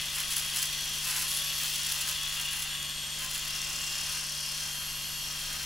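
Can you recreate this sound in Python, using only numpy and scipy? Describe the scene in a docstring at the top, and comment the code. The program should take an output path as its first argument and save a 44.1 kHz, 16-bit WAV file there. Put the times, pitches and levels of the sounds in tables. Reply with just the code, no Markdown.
"""In a small room, a fridge hums while a rotary electric shaver moves over a stubbly chin a metre away.
The shaver's gears whine and rattle in their plastic housing, and slow down each time it is pressed in.
Its cutters rasp on the skin, hiss, sing as they pass their slots and scrape their steel caps.
Cut hairs crackle, and a few thick ones snap."""
import sys
import numpy as np
from scipy import signal
from scipy.fft import rfft, irfft, next_fast_len
from scipy.io import wavfile

SR = 44100
rng = np.random.default_rng(int(sys.argv[2]) if len(sys.argv) > 2 else 0)


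def master(y):
    """Save y as 16-bit WAV."""
    cut = np.clip(np.atleast_2d(y).T, -1, 1)
    pcm = np.round(cut * 32767)  # scale
    wavfile.write(sys.argv[1], SR, pcm.astype(np.int16))


N = 249165
TIME = np.arange(N) / SR
FREQS = np.maximum(np.arange(N // 2 + 1) * SR / N, 1)


def undb(db):
    """Turn decibels into a number to multiply by."""
    return 10 ** (np.asarray(db) / 20)


def unit(x):
    """Scale a signal to an average strength (rms) of 1."""
    return x / np.sqrt(np.mean(x ** 2))


def curves(table):
    """Join rows of (time [s], values...) with straight lines, one curve for each value column."""
    times, *columns = np.transpose(table)
    return [np.interp(TIME, times, column) for column in columns]


def colour(x, points, share=1):
    """Turn pitches up or down by rows of (frequency [Hz], gain [dB]); share scales the decibels."""
    hz, db = np.transpose(points)
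    return irfft(rfft(x) * undb(share * np.interp(np.log(FREQS), np.log(hz), db)), N)


def resonate(x, modes):
    """Make a sound ring at the pitches in rows of (frequency [Hz], width [Hz], gain [dB])."""
    response = sum(undb(db) / (1 + 1j * (FREQS ** 2 - hz ** 2) / (FREQS * width))
                   for hz, width, db in modes)
    return irfft(rfft(x) * response, N)


def wander(rate_hz):
    """A smooth random curve, about 1 in size, that changes about rate_hz times a second."""
    size = next_fast_len(N)
    hz = np.arange(size // 2 + 1) * SR / size
    spectrum = rfft(rng.standard_normal(size)) / (1 + (hz / rate_hz) ** 2) ** 1.35
    return unit(irfft(spectrum, size)[:N])


def narrow_band(cycles, blur_hz):
    """A tone blurred into a narrow band of noise."""
    phase = 2 * np.pi * cycles
    return unit(wander(blur_hz) * np.cos(phase) + wander(blur_hz) * np.sin(phase))


def span(start, end, fade_s=0.045):
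    """Fade from 0 to 1 around start, and back to 0 around end."""
    return np.clip(np.minimum(TIME - start, end - TIME) / fade_s + .5, 0, 1)


def grains(per_second, scatter_db):
    """Random clicks of uneven size."""
    present = rng.random(N) < per_second / SR
    signs = rng.choice([-1, 1], N)
    return unit(present * signs * undb(scatter_db * np.clip(rng.standard_normal(N), -2, 2)))


def fridge(waver_db=0.48):
    """The fridge's compressor hums on low tones that waver a little in level."""
    # tones of the hum: (frequency [Hz], level [dB])
    tones = [(24.7, -61), (49.3, -57.5), (74, -64.5), (148, -54), (197.3, -67.5), (208, -72), (244, -70.5),
             (345.3, -73.5), (592, -67.5), (789.2, -71)]
    return sum(undb(db + waver_db * wander(1.7)) * np.sqrt(2)
               * np.sin(2 * np.pi * (hz * TIME + rng.random())) for hz, db in tones)


def building_rumble(level_db=-55, swell_db=2):
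    """The building gives a low rumble that slowly swells and fades."""
    # tone colour of the rumble: (frequency [Hz], gain [dB])
    spectrum = [(15, -11), (26, 3), (37, -31), (60, -13), (72, -6), (90, -20), (130, -15), (240, -18.5),
                (400, -23.5), (800, -21.5), (3000, -37.5)]
    # long waves reach left and right alike: (frequency [Hz], side against middle [dB])
    spread = [(25, -32), (70, -16), (150, -5.5), (280, -0.5)]
    middle, side = (unit(colour(rng.standard_normal(N), spectrum)) for _ in range(2))
    stereo = middle + colour(side, spread) * np.array([[1], [-1]])
    return undb(level_db + swell_db * np.tanh(wander(1.5))) * stereo


def room(x, die_away_s=0.24, first_echo_s=0.005):
    """A short wash of echoes, different on the left and right."""
    # echo colour, with the highest treble left dry: (frequency [Hz], level against direct sound [dB])
    echo_colour = [(150, 1.5), (350, 8), (700, 2), (1200, -1.5), (3000, -10), (5000, -10.5), (7500, -8),
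                   (16000, -80)]
    tail = rng.standard_normal((2, N)) * undb(-60 * TIME / die_away_s) * (TIME > first_echo_s)
    tail = tail[:, :SR // 2] / np.sqrt(np.sum(tail[0] ** 2))
    return signal.fftconvolve(colour(x, echo_colour)[None], tail, axes=1)[:, :N]


def presses(settle_s=0.031):
    """Each press into the stubble brakes the motor (load) and changes the crackle's level (bite)."""
    # presses of the hand: (start [s], end [s], drop in motor speed [Hz], crackle change [dB])
    pushes = [(0.148, 0.222, 7.2, 7.5), (0.298, 0.341, 2.74, 10), (0.351, 0.401, 5.4, 8),
              (0.551, 0.6, 6.9, 9.5), (0.613, 0.65, 6.4, 10.0), (0.84, 0.971, 2.8, -0.5),
              (1.034, 1.245, 10.3, 7), (1.277, 1.411, 0.883, 8), (1.576, 1.716, 3.9, 2.5),
              (1.875, 1.935, 6.3, 4), (1.947, 2.029, 5.0, 1.5), (2.061, 2.126, 8.2, 5.5),
              (2.33, 2.428, 4.7, 3), (2.52, 2.669, 6.4, 4.5), (3.19, 3.273, 5.6, 7.0),
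              (3.298, 3.392, 1.733, 5.5), (4.088, 4.199, 2.8, 7.5)]
    load_hz = sum(drop * span(start, end, settle_s) for start, end, drop, _ in pushes)
    bite_db = sum(db * span(start, end, settle_s) for start, end, _, db in pushes)
    return load_hz, bite_db


def motor_turns(load_hz, lag_s=0.02118, unsteady=0.001984):
    """Count the motor's turns; its spinning weight makes it slow down and recover a little late."""
    # speed without presses, drifting with the grip: (time [s], turns per second [Hz])
    free_speed = [(0.0, 121.3), (0.12, 119.7), (0.28, 123.2), (0.49, 121), (1.03, 122.3), (1.45, 124.8),
                  (1.81, 120.7), (2.23, 123.6), (2.79, 123.4), (2.91, 121.4), (3.39, 119.3), (4.04, 120.6),
                  (4.34, 121.4), (4.62, 118.7), (5.12, 120.6), (5.48, 118.9), (5.72, 117)]
    free_hz, = curves(free_speed)
    carry_over = np.exp(-1 / (lag_s * SR))
    motor_hz = free_hz - signal.lfilter([1 - carry_over], [1, -carry_over], load_hz)
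    return np.cumsum(motor_hz * (1 + unsteady * wander(20.1))) / SR


def gear_rattle(turns, motor_teeth=9, gear_teeth=23, wear_db=3, scatter_db=5.0, high_tooth_db=8.5,
                spacing_error=0.085, play=0.062):
    """Teeth knock on the housing; their wear and spacing make a pattern that repeats each gear turn."""
    # ringing of the plastic housing: (frequency [Hz], width [Hz], gain [dB])
    housing = [(2053, 72, -9.5), (2880, 360, -6.5), (3346, 180, -3), (3524, 110, -9), (4070, 130, -16),
               (4480, 180, -19), (5400, 370, -14)]
    tooth = np.arange(int(turns[-1] * motor_teeth))
    wear, spacing = rng.standard_normal((2, gear_teeth))[:, tooth % gear_teeth]
    force, slack = rng.standard_normal((N, 2))[:len(tooth)].T
    tooth_db = np.where(tooth % gear_teeth == 0, high_tooth_db, wear_db * np.minimum(wear, 1))
    size = undb(tooth_db + scatter_db * np.minimum(force, 1))
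    position = tooth + spacing_error * spacing + play * slack
    at_sample = np.interp(position, turns * motor_teeth, np.arange(N)).clip(0, N - 2)
    whole, part = at_sample.astype(int), at_sample % 1
    knocks = np.bincount(whole, size * (1 - part), N) + np.bincount(whole + 1, size * part, N)
    # only the unevenness knocks, so take out the smooth rolling, which is heard as the whine
    rolling = np.exp(2j * np.pi * motor_teeth * turns)
    for harmonic in range(1, 6):
        wave = rolling ** harmonic
        knocks = knocks - 2 * np.real(np.mean(knocks * wave.conj()) * wave)
    # soft plastic teeth give no high treble, and the small housing gives no bass
    band = signal.butter(2, [850, 5600], "band", fs=SR, output="sos")
    return unit(resonate(signal.sosfilt(band, knocks), housing))


def gear_whine(turns, waver_db=0.75, slip_turns=0.0024):
    """Rolling teeth make tones that follow the motor's speed and swell as the hand moves."""
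    # gear tones: (multiple of the motor speed, level [dB])
    tones = [(7.83, -70), (8.22, -68), (9, -58.3), (9.78, -69), (10.57, -67), (13.3, -65), (23.09, -53.5),
             (24, -54.5), (26.61, -53), (27, -47.5), (36, -50.3)]
    # a tone swells while the head is held at one angle: (start [s], end [s], multiple, rise [dB])
    swells = [(.25, 1.02, 27, 4.5), (1.27, 1.9, 27, 3), (2.7, 3.12, 27, 3), (2.7, 2.95, 24, 7),
              (4.85, 5.3, 24, 4.5), (3.5, 4.1, 23.09, 7), (.67, .88, 36, 4.5), (4.5, 5.35, 36, 1.5),
              (3.2, 4.25, 9, 1.5)]
    angle = turns + slip_turns * wander(90)  # loose teeth let the gears run slightly ahead and behind
    whine = 0
    for multiple, db in tones:
        swell_db = sum(rise * span(start, end) for start, end, tone, rise in swells if tone == multiple)
        peak = undb(db + swell_db + waver_db * wander(2.5)) * np.sqrt(2)
        whine = whine + peak * np.sin(2 * np.pi * (multiple * angle + rng.random()))
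    return whine


def skin_rasp():
    """The head rubs over the skin with a rough stream of tiny clicks."""
    # tone colour of the rasp: (frequency [Hz], gain [dB])
    spectrum = [(150, -28), (450, -20), (650, -14), (850, -10), (1100, -4.5), (1300, -3.5), (1600, 0.5),
                (2000, 1), (2220, -3), (2600, 4.5), (3800, -11), (6000, -12)]
    return unit(colour(grains(per_second=5000, scatter_db=7), spectrum))


def blade_hiss():
    """The spinning blades make clicks so dense that they blend into a hiss."""
    # tone colour of the hiss: (frequency [Hz], gain [dB])
    spectrum = [(1500, -26.5), (3000, -1.5), (3850, -3.5), (4500, 2), (4900, 1), (5700, 2.5), (6400, 0),
                (7200, -1.5), (8200, -5), (9100, -3), (10000, -9), (12000, -7.5), (16000, -45)]
    return unit(colour(grains(per_second=16000, scatter_db=3.5), spectrum))


def slot_singing(cutter_turns, slots=80):
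    """Blades sing at multiples of the rate at which they pass the slots, so the pitch follows the motor."""
    # spells of singing: (start [s], end [s], blur [Hz], levels at 3, 4 and 5 times the slot rate [dB])
    spells = [(2.68, 3.18, 190.2, -48, -53, -69), (4.248, 5.7, 299.2, -59, -56, -60),
              (4.719, 5.279, 500, -67, -46.5, -57)]
    return sum(span(start, end) * undb(db) * narrow_band(multiple * slots * cutter_turns, blur_hz)
               for start, end, blur_hz, *levels in spells for multiple, db in enumerate(levels, 3))


def flares_and_scrapes(cutter_turns):
    """Brief blurred rings: two low flares from the gears, and higher scrapes of the steel caps."""
    # rings: (start [s], end [s], pitch [Hz], level [dB], blur [Hz], pulsing [0 = even])
    rings = [(.15, .646, 10650, -47, 540, .41), (1.1, 1.43, 10700, -44, 420, .3),
             (1.15, 1.62, 11500, -43.5, 900, .34), (1.58, 1.735, 15000, -44, 1300, .23),
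             (2.15, 2.4, 3380, -43.5, 120, .3), (2.25, 3.5, 7080, -50, 455, .3),
             (2.36, 2.62, 2830, -42, 70, .3), (2.5, 2.66, 10380, -45, 580, .29),
             (3.45, 4.7, 5500, -44, 640, .59), (3.58, 4.05, 7400, -46.5, 610, 2.55),
             (3.95, 4.72, 10400, -50, 1400, 3.2), (.68, 1.02, 5880, -48.5, 140, .3),
             (4, 4.7, 9460, -50.5, 200, 2.7), (5.22, 5.7, 5600, -48, 260, .3)]
    lean = np.cos(2 * np.pi * cutter_turns)  # a tilted cutter presses hardest once a turn
    return sum(span(start, end) * undb(db) * unit(np.exp(pulsing * lean)) * narrow_band(hz * TIME, blur)
               for start, end, hz, db, blur, pulsing in rings)


def hair_crackle(cut_db, cutter_turns, flicker_db=3.5, throb=0.094, boost_db=7.0, snap_decay_s=0.00021):
    """Hairs are cut in clumps; every cut is a tiny click in the steel caps."""
    # tone colour of a cut: (frequency [Hz], gain [dB])
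    spectrum = [(250, -59), (1000, -34), (3000, -2), (6000, -1), (8200, -1), (9100, -7), (9900, 3.5),
                (10800, 3), (11800, -2), (13000, -6.5), (16000, -4.5)]
    # thick hairs snapping: (time [s], peak before colouring [dB])
    thick_hairs = [(.367, -10), (0.381, -13), (.501, -18), (.634, -24), (0.734, -16), (.78, -24),
                   (2.829, -16)]
    clumps = undb(flicker_db * np.minimum(wander(150), 2))
    pulse = 1 + throb * np.cos(2 * np.pi * cutter_turns)
    clicks = unit(colour(grains(per_second=11000, scatter_db=3.5), spectrum))
    cuts = clicks * clumps * pulse * undb(cut_db + boost_db)
    snaps = sum(undb(db) * (TIME >= at) * np.exp(-np.abs(TIME - at) / snap_decay_s)
                for at, db in thick_hairs)
    return cuts + colour(snaps * rng.choice([-1, 1], N), spectrum)


def shaver(cutter_ratio=.2953, patchy_db=0.34, rattle_db_per_hz=0.37, rasp_db_per_hz=0.59,
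           hiss_db_per_hz=.13):
    """One motor drives gears and cutters; pressing quiets the rattle and lifts the rasp and hiss."""
    # slow level changes as the head crosses the chin, before presses and trims are added:
    # (time [s], rattle [dB], rasp [dB], hiss [dB], crackle [dB])
    contact = [(0, -37, -47.5, -40, -50.5), (.7, -37, -49, -39, -47.5), (1, -38, -49, -39.5, -48),
               (1.3, -36.5, -49, -38, -50.5), (1.85, -36.5, -48, -37, -45.5),
               (2.48, -36.5, -48.5, -42, -50.5), (2.75, -37, -50.5, -45, -53),
               (3.05, -40.5, -51.5, -42, -59), (3.45, -37.5, -48, -41, -49.5), (4, -42, -47, -38, -51.5),
               (4.3, -46.5, -49.5, -38.5, -60), (4.6, -45, -47.5, -38.5, -54), (4.78, -47, -48, -41, -53),
               (5.15, -45, -50, -40, -56), (5.65, -46, -46.5, -40.5, -49.5)]
    load_hz, bite_db = presses()
    turns = motor_turns(load_hz)
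    cutter_turns = cutter_ratio * turns
    rattle_db, rasp_db, hiss_db, cut_db = curves(contact)
    patches_db = patchy_db * np.tanh(wander(rate_hz=16))  # the stubble grows unevenly
    rattle_db = rattle_db - rattle_db_per_hz * load_hz - 2.5  # load takes up the slack in the gears
    rasp_db = rasp_db + rasp_db_per_hz * load_hz + 0.18 * bite_db + 0.9 * patches_db + 2.5
    gears = gear_rattle(turns) * undb(rattle_db) + gear_whine(turns)
    rasp = skin_rasp() * undb(rasp_db)
    hiss = blade_hiss() * undb(hiss_db + hiss_db_per_hz * load_hz)
    ringing = slot_singing(cutter_turns) + flares_and_scrapes(cutter_turns)
    crackle = hair_crackle(cut_db + bite_db + patches_db, cutter_turns)
    return gears + rasp + hiss + ringing + crackle


def scene():
    """The shaver a little to the left, with its echoes, the fridge and the building's rumble."""
    # left-right balance, with the top treble kept in the middle: (frequency [Hz], left minus right [dB])
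    balance = [(500, 3), (1200, 1.3), (2500, 1.5), (4000, 3.5), (6000, 3.5), (8000, -0.5), (16000, 0.3)]
    source = shaver()
    direct = np.array([colour(source, balance, share) for share in (.5, -.5)])
    return direct + room(source) + fridge() + building_rumble()


def record(dry):
    """The recorder cuts off the highest treble."""
    top_hz = 15800
    return signal.fftconvolve(dry, signal.firwin(601, top_hz, fs=SR)[None], "same", axes=1)


dry = scene()
out = record(dry)
master(out)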